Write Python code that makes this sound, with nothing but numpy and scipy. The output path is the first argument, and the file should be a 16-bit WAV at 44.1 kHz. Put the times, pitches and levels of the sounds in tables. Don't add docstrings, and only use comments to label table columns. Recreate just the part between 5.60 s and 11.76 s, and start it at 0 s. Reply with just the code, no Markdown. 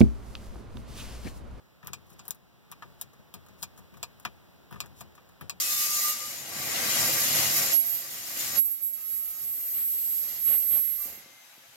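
import sys
import numpy as np
from scipy import signal
from scipy.fft import rfft, irfft
from scipy.io import wavfile
from scipy.ndimage import uniform_filter1d

SR = 44100
rng = np.random.default_rng(int(sys.argv[2]) if len(sys.argv) > 2 else 0)


def transcribe(u):
    v = np.clip(np.atleast_2d(u).T, -1, 1)
    q = np.round(v * 32767).astype(np.int16)
    wavfile.write(sys.argv[1], SR, q)


N = 271634

# time in seconds, pipe rasp in dB, bench rumble relative to the rasp in dB,
# blade hiss relative to the rasp in dB.
FEED = [(0.0, -35, -19, 3), (0.36, -35.5, -18, 4), (0.5, -34.5, -18, 4.5), (0.55, -39.5, -16, -1.5),
        (0.84, -48, -5, 1.5), (1.12, -38, -4, 1.5), (1.37, -34, -6, 3), (1.99, -33, -10, 3.5),
        (2.13, -34.5, -11, -1.5), (2.19, -47.5, -11, 1), (2.75, -45.5, -9, 4.5), (2.8, -37.5, -12, 3),
        (2.982, -39.5, -8, 5.5), (3.015, -60.5, -4, 1), (3.32, -62.5, -9.5, 5), (3.35, -58, -8.5, 8.5),
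        (4.24, -56, -7, 10), (4.74, -49.5, -11, -2), (4.84, -53.5, -10, -10), (5.3, -57.5, -4.5, 8),
        (5.46, -51.5, -12.5, 7), (5.68, -66.5, 2, -6), (5.78, -73.5, 2, -10), (6.16, -71.5, 1, -11)]
# centre in seconds, length in seconds, rise of the bench in dB,
# rise of the pipe body in dB.
JUDDERS = [(4.195, 0.08, 5.5, 6), (4.918, 0.11, 12, 10.5), (5.152, 0.099, 12, 8), (5.5, 0.12, 7, 1.5)]
# frequency in Hz, relative level in dB per Hz.
CHIP_SPECTRUM = [(30, -21), (62, -15.5), (125, -5), (190, -4.5), (310, -4), (420, -7), (560, -2), (800, -2),
                 (1000, -6), (1400, -3.5), (2500, -3.5), (6500, -9), (9500, -13.5), (12000, -5),
                 (15800, -9.5)]
# frequency in Hz, width scale in Hz, relative level in dB.
PIPE_MODES = [(1180, 40, -9), (1270, 50, -10), (1970, 28, -8), (2085, 25, -7), (2230, 35, -7),
              (2395, 25, -8), (2570, 26, -8), (2810, 110, -10), (2910, 33, -10), (3240, 40, -11),
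              (3590, 40, -8), (3890, 67, -8), (4140, 56, -8), (4310, 58, -10), (4760, 40, -7),
              (5405, 50, -4), (5515, 70, -5), (5890, 47, -10), (6085, 32, -2), (6280, 30, -6),
              (6490, 46, -2), (6790, 43, 1), (7020, 40, -3), (7320, 37, -2), (7570, 58, -4), (8160, 58, -7)]
BLADE_MODES = [(8790, 170, -10), (9330, 150, -10), (9930, 76, -8), (10400, 150, -10), (10700, 46, -8),
               (11600, 27, -2), (11800, 44, -4), (11900, 30, -4), (12100, 24, -8), (12500, 120, -3),
               (12900, 92, -7), (13300, 58, -4), (13500, 37, -7), (13900, 17, -9), (14100, 45, -8),
               (14500, 49, -10), (15100, 200, -10), (15500, 47, -11)]
BENCH_MODES = [(103, 16, 4), (139, 12.4, 6.5), (233, 57, -0.5), (328.5, 17, 4.5), (495, 38, 3),
               (543, 31, 5.5), (675, 24, 6)]
# frequency in Hz, left minus right in dB, likeness from 0 to 1.
PORTS = [(40, -6, 0.3), (129, 0.5, 0.59), (407, -1, 0.45), (1570, 3.5, 0.09), (3800, 2, 0), (6360, 6.5, 0),
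         (8000, 5.5, 0.29), (11000, -1.5, .01), (11000, -11, 0.28), (14100, 1, 0), (16000, 0, 0.55)]
# time in seconds, lower tone in dB, upper tone in dB.
HELD_SQUEAL = [(3.36, -43, -54), (3.39, -45, -49), (3.48, -33.5, -54), (3.54, -30, -42), (3.71, -43, -44),
               (3.76, -42, -56), (3.87, -37, -41), (4.11, -41.5, -37), (4.17, -34, -35), (4.58, -34, -38),
               (4.77, -43.5, -43), (4.87, -26, -33.5), (4.95, -29, -28.5), (5.04, -32.5, -35.5),
               (5.15, -27.5, -30.5), (5.35, -34, -42), (5.43, -48, -35), (5.59, -56, -62), (5.66, -83, -84)]
# peak in seconds, hold in seconds, lower tone in dB,
# upper tone in dB.
SQUEAKS = [(1.585, 0.039, -36, -46), (1.75, 0.016, -31.5, -44), (1.96, .01, -31, -41),
           (2.141, 0.052, -22, -38), (2.262, 0.094, -31.5, -34), (2.991, 0.0043, -20.5, -37),
           (3.055, 0.011, -37, -33), (3.115, 0.0084, -32, -42), (3.235, 0.035, -31, -38.5),
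           (3.338, .005, -34, -51)]
# time in seconds, pitch in Hz, left minus right in dB.
LOWER_TONE = [(1.5, 11592, -9.0), (1.94, 11590, -12.5), (3.68, 11605, -10.0), (4.21, 11611, -3.0),
              (5.44, 11628, -12.5), (5.7, 11615, -8.5)]
# time in seconds, pitch in Hz, lag of the right port in radians.
UPPER_TONE = [(2.2, 12309, -1.4), (3.3, 12296, -2.7), (3.7, 12292, -2.7), (4.2, 12286, -1.4),
              (5.42, 12272, -1.7)]
PARTIAL_ORDERS = [(1, 0), (0, 1), (.6643, 0), (.329, 0), (0, .6824), (0, .997), (1.01, 0), (0, 1.0782),
                  (0, 1.0458), (2, -1)]
# relative level in dB, left minus right added to the lower tone's in dB,
# lag of the right port in radians.
PARTIAL_LEVELS = [(0, -2, 4), (0, 3.5, 0), (-23, 3, 2.7), (-37, 1, 1.5), (-18, 5, 0), (-15, 8, 0),
                  (-24, -4, 4.5), (-18, 8, 0), (-18, -3, 0), (-30, 4, -1.5)]
# time in seconds, level in dB.
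THIRD_MODE = [(2.98, -62), (3.06, -53), (3.18, -57), (3.27, -54), (3.46, -55), (3.6, -50), (3.77, -58),
              (4.04, -46), (4.19, -44), (4.47, -56), (4.79, -61), (4.87, -43), (5.03, -49), (5.16, -42),
              (5.3, -58), (5.46, -59), (5.6, -80)]
# time in seconds, level in dB.
FIRST_BITE = [(0.0, -57), (0.026, -54), (0.244, -43.5), (0.266, -46), (0.392, -43.5), (0.414, -57),
              (0.45, -37), (0.518, -42.5), (0.582, -59), (0.612, -46), (0.64, -47.5), (0.72, -66)]
# start in seconds, end in seconds, frequency in Hz, level in dB.
LONE_MODES = [(.02, 0.143, 2560, -46), (.16, 0.293, 2914, -48), (0.285, .42, 2760, -50),
              (1.5, 2.17, 140, -55), (1.8, 2.18, 680, -54), (2.13, 2.447, 686, -61),
              (3.33, 3.854, 1266, -67), (3.35, 3.472, 2700, -65), (5.36, 5.492, 1183, -60),
              (5.18, 5.52, 2080, -66), (5.39, 5.62, 2715, -69), (5.48, 5.87, 2087, -65),
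              (5.612, 5.93, 6200, -69)]
# start in seconds, peak in dB, reference frequency in Hz (the passband
# runs from 1.1 to 3 times it, at most to 16 kHz), decay constant of the noise in seconds.
CLICKS = [(2.979, -44, 900, 0.0069), (3.343, -44, 11000, .005), (5.456, -43.5, 170, 0.04),
          (5.53, -49, 150, 0.067), (5.577, -49.5, 141, 0.065), (5.66, -50, 149, 0.055),
          (5.979, -53, 140, 0.047)]
# time in seconds, frequency in Hz, level in dB.
WHINE = [(5.62, 11600, -75), (5.77, 11980, -67), (5.95, 12430, -67), (6.16, 12870, -66)]

BODY_DB, BODY_PER_BENCH = 3.5, 0.63
MODE_SWING_DB, MODE_FLANK_STEEPNESS = 4, 1.7
THICKET_CAP_DB = 2.5
BITE_DB, BITES_PER_S = 0.6, 20
BENCH_FLICKER_DB, THUD_FLICKER_DB = 1.0, 2.0
THUD_DB = -77.5
USUAL_SQUEAL_DB = -40
RIM_HISS_DB, RIM_HISS_PER_SQUEAL = -42.5, 0.61
SKIN_DB = -9
SKIN_FADES_FROM_S, SKIN_FADE_S = 0.51, 0.36
SKIN_SWING_DB, SKIN_BAND_HZ = 6, (1500, 5000)
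SQUEAK_RISE_DB_PER_S, SQUEAK_FALL_DB_PER_S = 514, 193
SQUEAL_FLICKER_DB = 0.9
THIRD_PER_UPPER = 1.1051
FIRST_BITE_HZ = 1204
RING_WAVER_HZ, RING_FLICKER_DB = 4, 1.8
FAN_DB, FAN_RISE_S = -56.5, 0.21
SHOP_T60_S, SHOP_WET_DB = 0.3, -20
TOP_HZ = 15870

T = np.arange(N) / SR
HZ = np.maximum(np.arange(N // 2 + 1) * SR / N, 1)


def cut():
    rasp_db, share_db, hiss_db = curves(FEED)
    bench_db = rasp_db + share_db
    body_db = rasp_db + BODY_DB + BODY_PER_BENCH * share_db
    thud_db = THUD_DB
    for s, length_s, to_bench_db, to_body_db in JUDDERS:
        bump = np.exp(-(2 * (T - s) / length_s) ** 4)
        bench_db = bench_db + to_bench_db * bump
        body_db = body_db + to_body_db * bump
        thud_db = thud_db + 1.6 * to_bench_db * bump
    singing_db = uniform_filter1d(squeal_db().mean(axis=0), SR // 30) - USUAL_SQUEAL_DB
    rim_db = RIM_HISS_DB + RIM_HISS_PER_SQUEAL * singing_db
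    light_feed = (T > HELD_SQUEAL[0][0]) * (T < HELD_SQUEAL[-1][0])

    bench = mode_noise(BENCH_MODES, -4, 25, 970, 1.9, BENCH_FLICKER_DB, 0.69) * undb(bench_db)
    thud = mode_noise([], 0, 25, 96, 0.8, THUD_FLICKER_DB, 0.8) * undb(thud_db) * light_feed
    body = mode_noise(PIPE_MODES, 8.4, 1017, 4770, 0.51, 0.33, 4.13) * undb(body_db)
    wall = mode_noise(PIPE_MODES, 0.85, 4600, 10300, 0.82, 0.25, 3.3) * undb(rasp_db + 2.5)
    blade = mode_noise(BLADE_MODES, 11.3, 7800, 18000, 1.0, 0.66, 5.3) * undb(rasp_db + hiss_db)
    rim = mode_noise(BLADE_MODES, 2.4, 10900, 27000, 0.47, 1.0, 0.44) * undb(rim_db)
    skin_fade = np.clip(1 + (SKIN_FADES_FROM_S - T) / SKIN_FADE_S, 0, 1)
    spells = skin() * undb(rasp_db + SKIN_DB) * skin_fade
    bites = undb(BITE_DB * walk(BITES_PER_S))
    return (spells + bench + thud + body + wall + blade) * bites + rim


def mode_noise(modes, ring_db, lo_hz, hi_hz, chip_db, flicker_db, thicket_db):
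    power = undb(2 * spectra(CHIP_SPECTRUM)[0]) * np.ones((2, 1))
    for hz, width, db in modes:
        swing_db = MODE_SWING_DB * rng.choice([-1, 1]) * np.array([[1], [-1]])
        damping = min(50 / width, 1)
        peak = 1 / (1 + (MODE_FLANK_STEEPNESS * (HZ - hz) / width) ** 2) ** 2
        power = power + undb(2 * (db + ring_db + swing_db)) * damping * peak
    gains = np.sqrt(power / (1 + (lo_hz / HZ) ** 10) / (1 + (HZ / hi_hz) ** 10))
    pan_db, alike = spectra(PORTS)
    alike = np.clip(alike, 0, 1)
    turn = 2.383 * walk(6)
    pair = 0
    for share, gain in zip((np.cos(turn), np.sin(turn)), gains):
        chips = rng.standard_normal((2, N)) * undb(chip_db * walk(500))
        thicket = undb(min(thicket_db, THICKET_CAP_DB) * walk(260)[:len(HZ)])
        mid, side = rfft(chips) * np.sqrt([1 + alike, 1 - alike]) * gain * thicket
        left = (mid + side) * undb(pan_db / 2)
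        right = (mid - side) * undb(-pan_db / 2)
        pair = pair + share * irfft(np.array([left, right]), N)
    return unit_rms(pair * undb(flicker_db * walk(9.7)))


def skin():
    lo_hz, hi_hz = SKIN_BAND_HZ
    out = 0
    for hz, width, db in PIPE_MODES:
        if lo_hz < hz < hi_hz:
            phase = phase_of(hz + width / 5 * walk(29.1))
            out = out + undb(db + SKIN_SWING_DB * walk(10.4)) * tone(phase, 3.6, rng.uniform(-2.5, 1.5))
    return unit_rms(out)


def squeal():
    lower, upper = (phase_of(curves(t)[0] + 1.83 * walk(29.98)) for t in (LOWER_TONE, UPPER_TONE))
    pan_db = curves(LOWER_TONE)[1]
    upper_lag = curves(UPPER_TONE)[1]
    early_db = np.interp(T, [2.4, 3.6], [-5, 0])
    lower_db, upper_db = squeal_db() + SQUEAL_FLICKER_DB * np.array([walk(14), walk(21)])
    out = np.zeros((2, N))
    for (a, b), (db, side_db, lag) in zip(PARTIAL_ORDERS, PARTIAL_LEVELS):
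        parent_db = lower_db if b == 0 else upper_db
        own_db = db + parent_db + (db < -6) * (early_db + SQUEAL_FLICKER_DB * walk(16))
        if b < 0:
            own_db = db + lower_db + upper_db - USUAL_SQUEAL_DB
        out += undb(own_db) * tone(a * lower + b * upper, pan_db + side_db, lag + (b > 0) * upper_lag)
    third = (T > THIRD_MODE[0][0]) * undb(curves(THIRD_MODE)[0] + 1.4 * walk(20))
    return out + third * tone(THIRD_PER_UPPER * upper, 14, 1.3)


def squeal_db():
    before_s = np.maximum(HELD_SQUEAL[0][0] - T, 0)
    tones_db = np.array(curves(HELD_SQUEAL)) - SQUEAK_RISE_DB_PER_S * before_s
    for s, hold_s, *db in SQUEAKS:
        rise_db = SQUEAK_RISE_DB_PER_S * np.maximum(s - T, 0)
        fall_db = SQUEAK_FALL_DB_PER_S * np.maximum(T - s - hold_s, 0)
        tones_db = np.maximum(tones_db, np.reshape(db, (2, 1)) - rise_db - fall_db)
    return tones_db


def rings():
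    gain = (T < FIRST_BITE[-1][0]) * undb(curves(FIRST_BITE)[0] + RING_FLICKER_DB * walk(31.2))
    out = gain * tone(phase_of(FIRST_BITE_HZ + 6.4 * walk(25.0)), 0.46, 1.4)
    for start, end, hz, db in LONE_MODES:
        swell = np.clip(np.minimum(T - start, end - T) / 0.047, 0, 1)
        gain = swell * undb(db + RING_FLICKER_DB * walk(35))
        out += gain * tone(phase_of(hz + RING_WAVER_HZ * walk(25.18)), 1.3, 0.51)
    return out


def clicks():
    out = np.zeros((2, N))
    to_ports = np.array([[1, 0.2], [1, -0.025]])
    for s, db, hz, decay_s in CLICKS:
        decay = (T >= s) * np.exp(-np.abs(T - s) / decay_s)
        burst = to_ports @ rng.standard_normal((2, N)) * decay
        burst[:, int(s * SR)] += np.sqrt(decay_s * SR)
        band_hz = [hz / 0.91, min(hz * 3, 16000)]
        burst = signal.sosfilt(signal.butter(2, band_hz, "band", fs=SR, output="sos"), burst)
        out += burst * undb(db) / np.abs(burst).max()
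    return out


def motor():
    hz, db = curves(WHINE)
    phase = phase_of(hz + 7.0 * walk(30))
    gain = (T > WHINE[0][0]) * undb(db + RING_FLICKER_DB * walk(20))
    whine = gain * np.array([0.6 * np.sin(phase), 0.86 * np.sin(phase + 0.4)])
    fan_rise = np.clip(1 + (T - WHINE[0][0]) / FAN_RISE_S, 0, 1)
    fan = mode_noise([], 0, 720, 12400, 0.36, 0.65, 3.0) * undb(FAN_DB) * fan_rise
    return whine + fan


def shop(x, wet_db):
    t = T[:SR // 2]
    decay = np.exp(-np.log(1000) * t / SHOP_T60_S) * (t > 0.006)
    tail = rng.standard_normal((2, len(t))) * decay
    tail = tail / np.sqrt(np.sum(tail ** 2) / 2)
    return x + undb(wet_db) * signal.fftconvolve(x, tail, axes=1)[:, :N]


def tone(phase, pan_db, lag):
    left, right = undb(pan_db / 2), undb(-pan_db / 2)
    mean = np.abs(left + right * np.exp(-1j * lag)) / np.sqrt(8)
    return np.array([left * np.sin(phase), right * np.sin(phase - lag)]) / mean


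def phase_of(hz):
    return 2 * np.pi * np.cumsum(hz) / SR


def walk(rate):
    k = int(SR / rate)
    held = rng.standard_normal(size=4096)[np.arange(N) // k % 4096]
    return 1.502 * uniform_filter1d(uniform_filter1d(held, k), k)


def curves(table):
    s, *columns = np.transpose(table)
    return [np.interp(T, s, c) for c in columns]


def spectra(table):
    hz, *columns = np.transpose(table)
    return [np.interp(np.log(HZ), np.log(hz), c) for c in columns]


def undb(db):
    return 10 ** (np.asarray(db) / 20)


def unit_rms(x):
    return x / np.sqrt(np.mean(np.mean(np.atleast_2d(x), axis=0) ** 2))


def scene():
    return cut() + shop(squeal() + clicks(), SHOP_WET_DB) + rings() + motor()


def record(dry):
    return signal.sosfilt(signal.ellip(14, 0.2, 70, TOP_HZ, fs=SR, output="sos"), dry)


dry = scene()
out = record(dry)
transcribe(out)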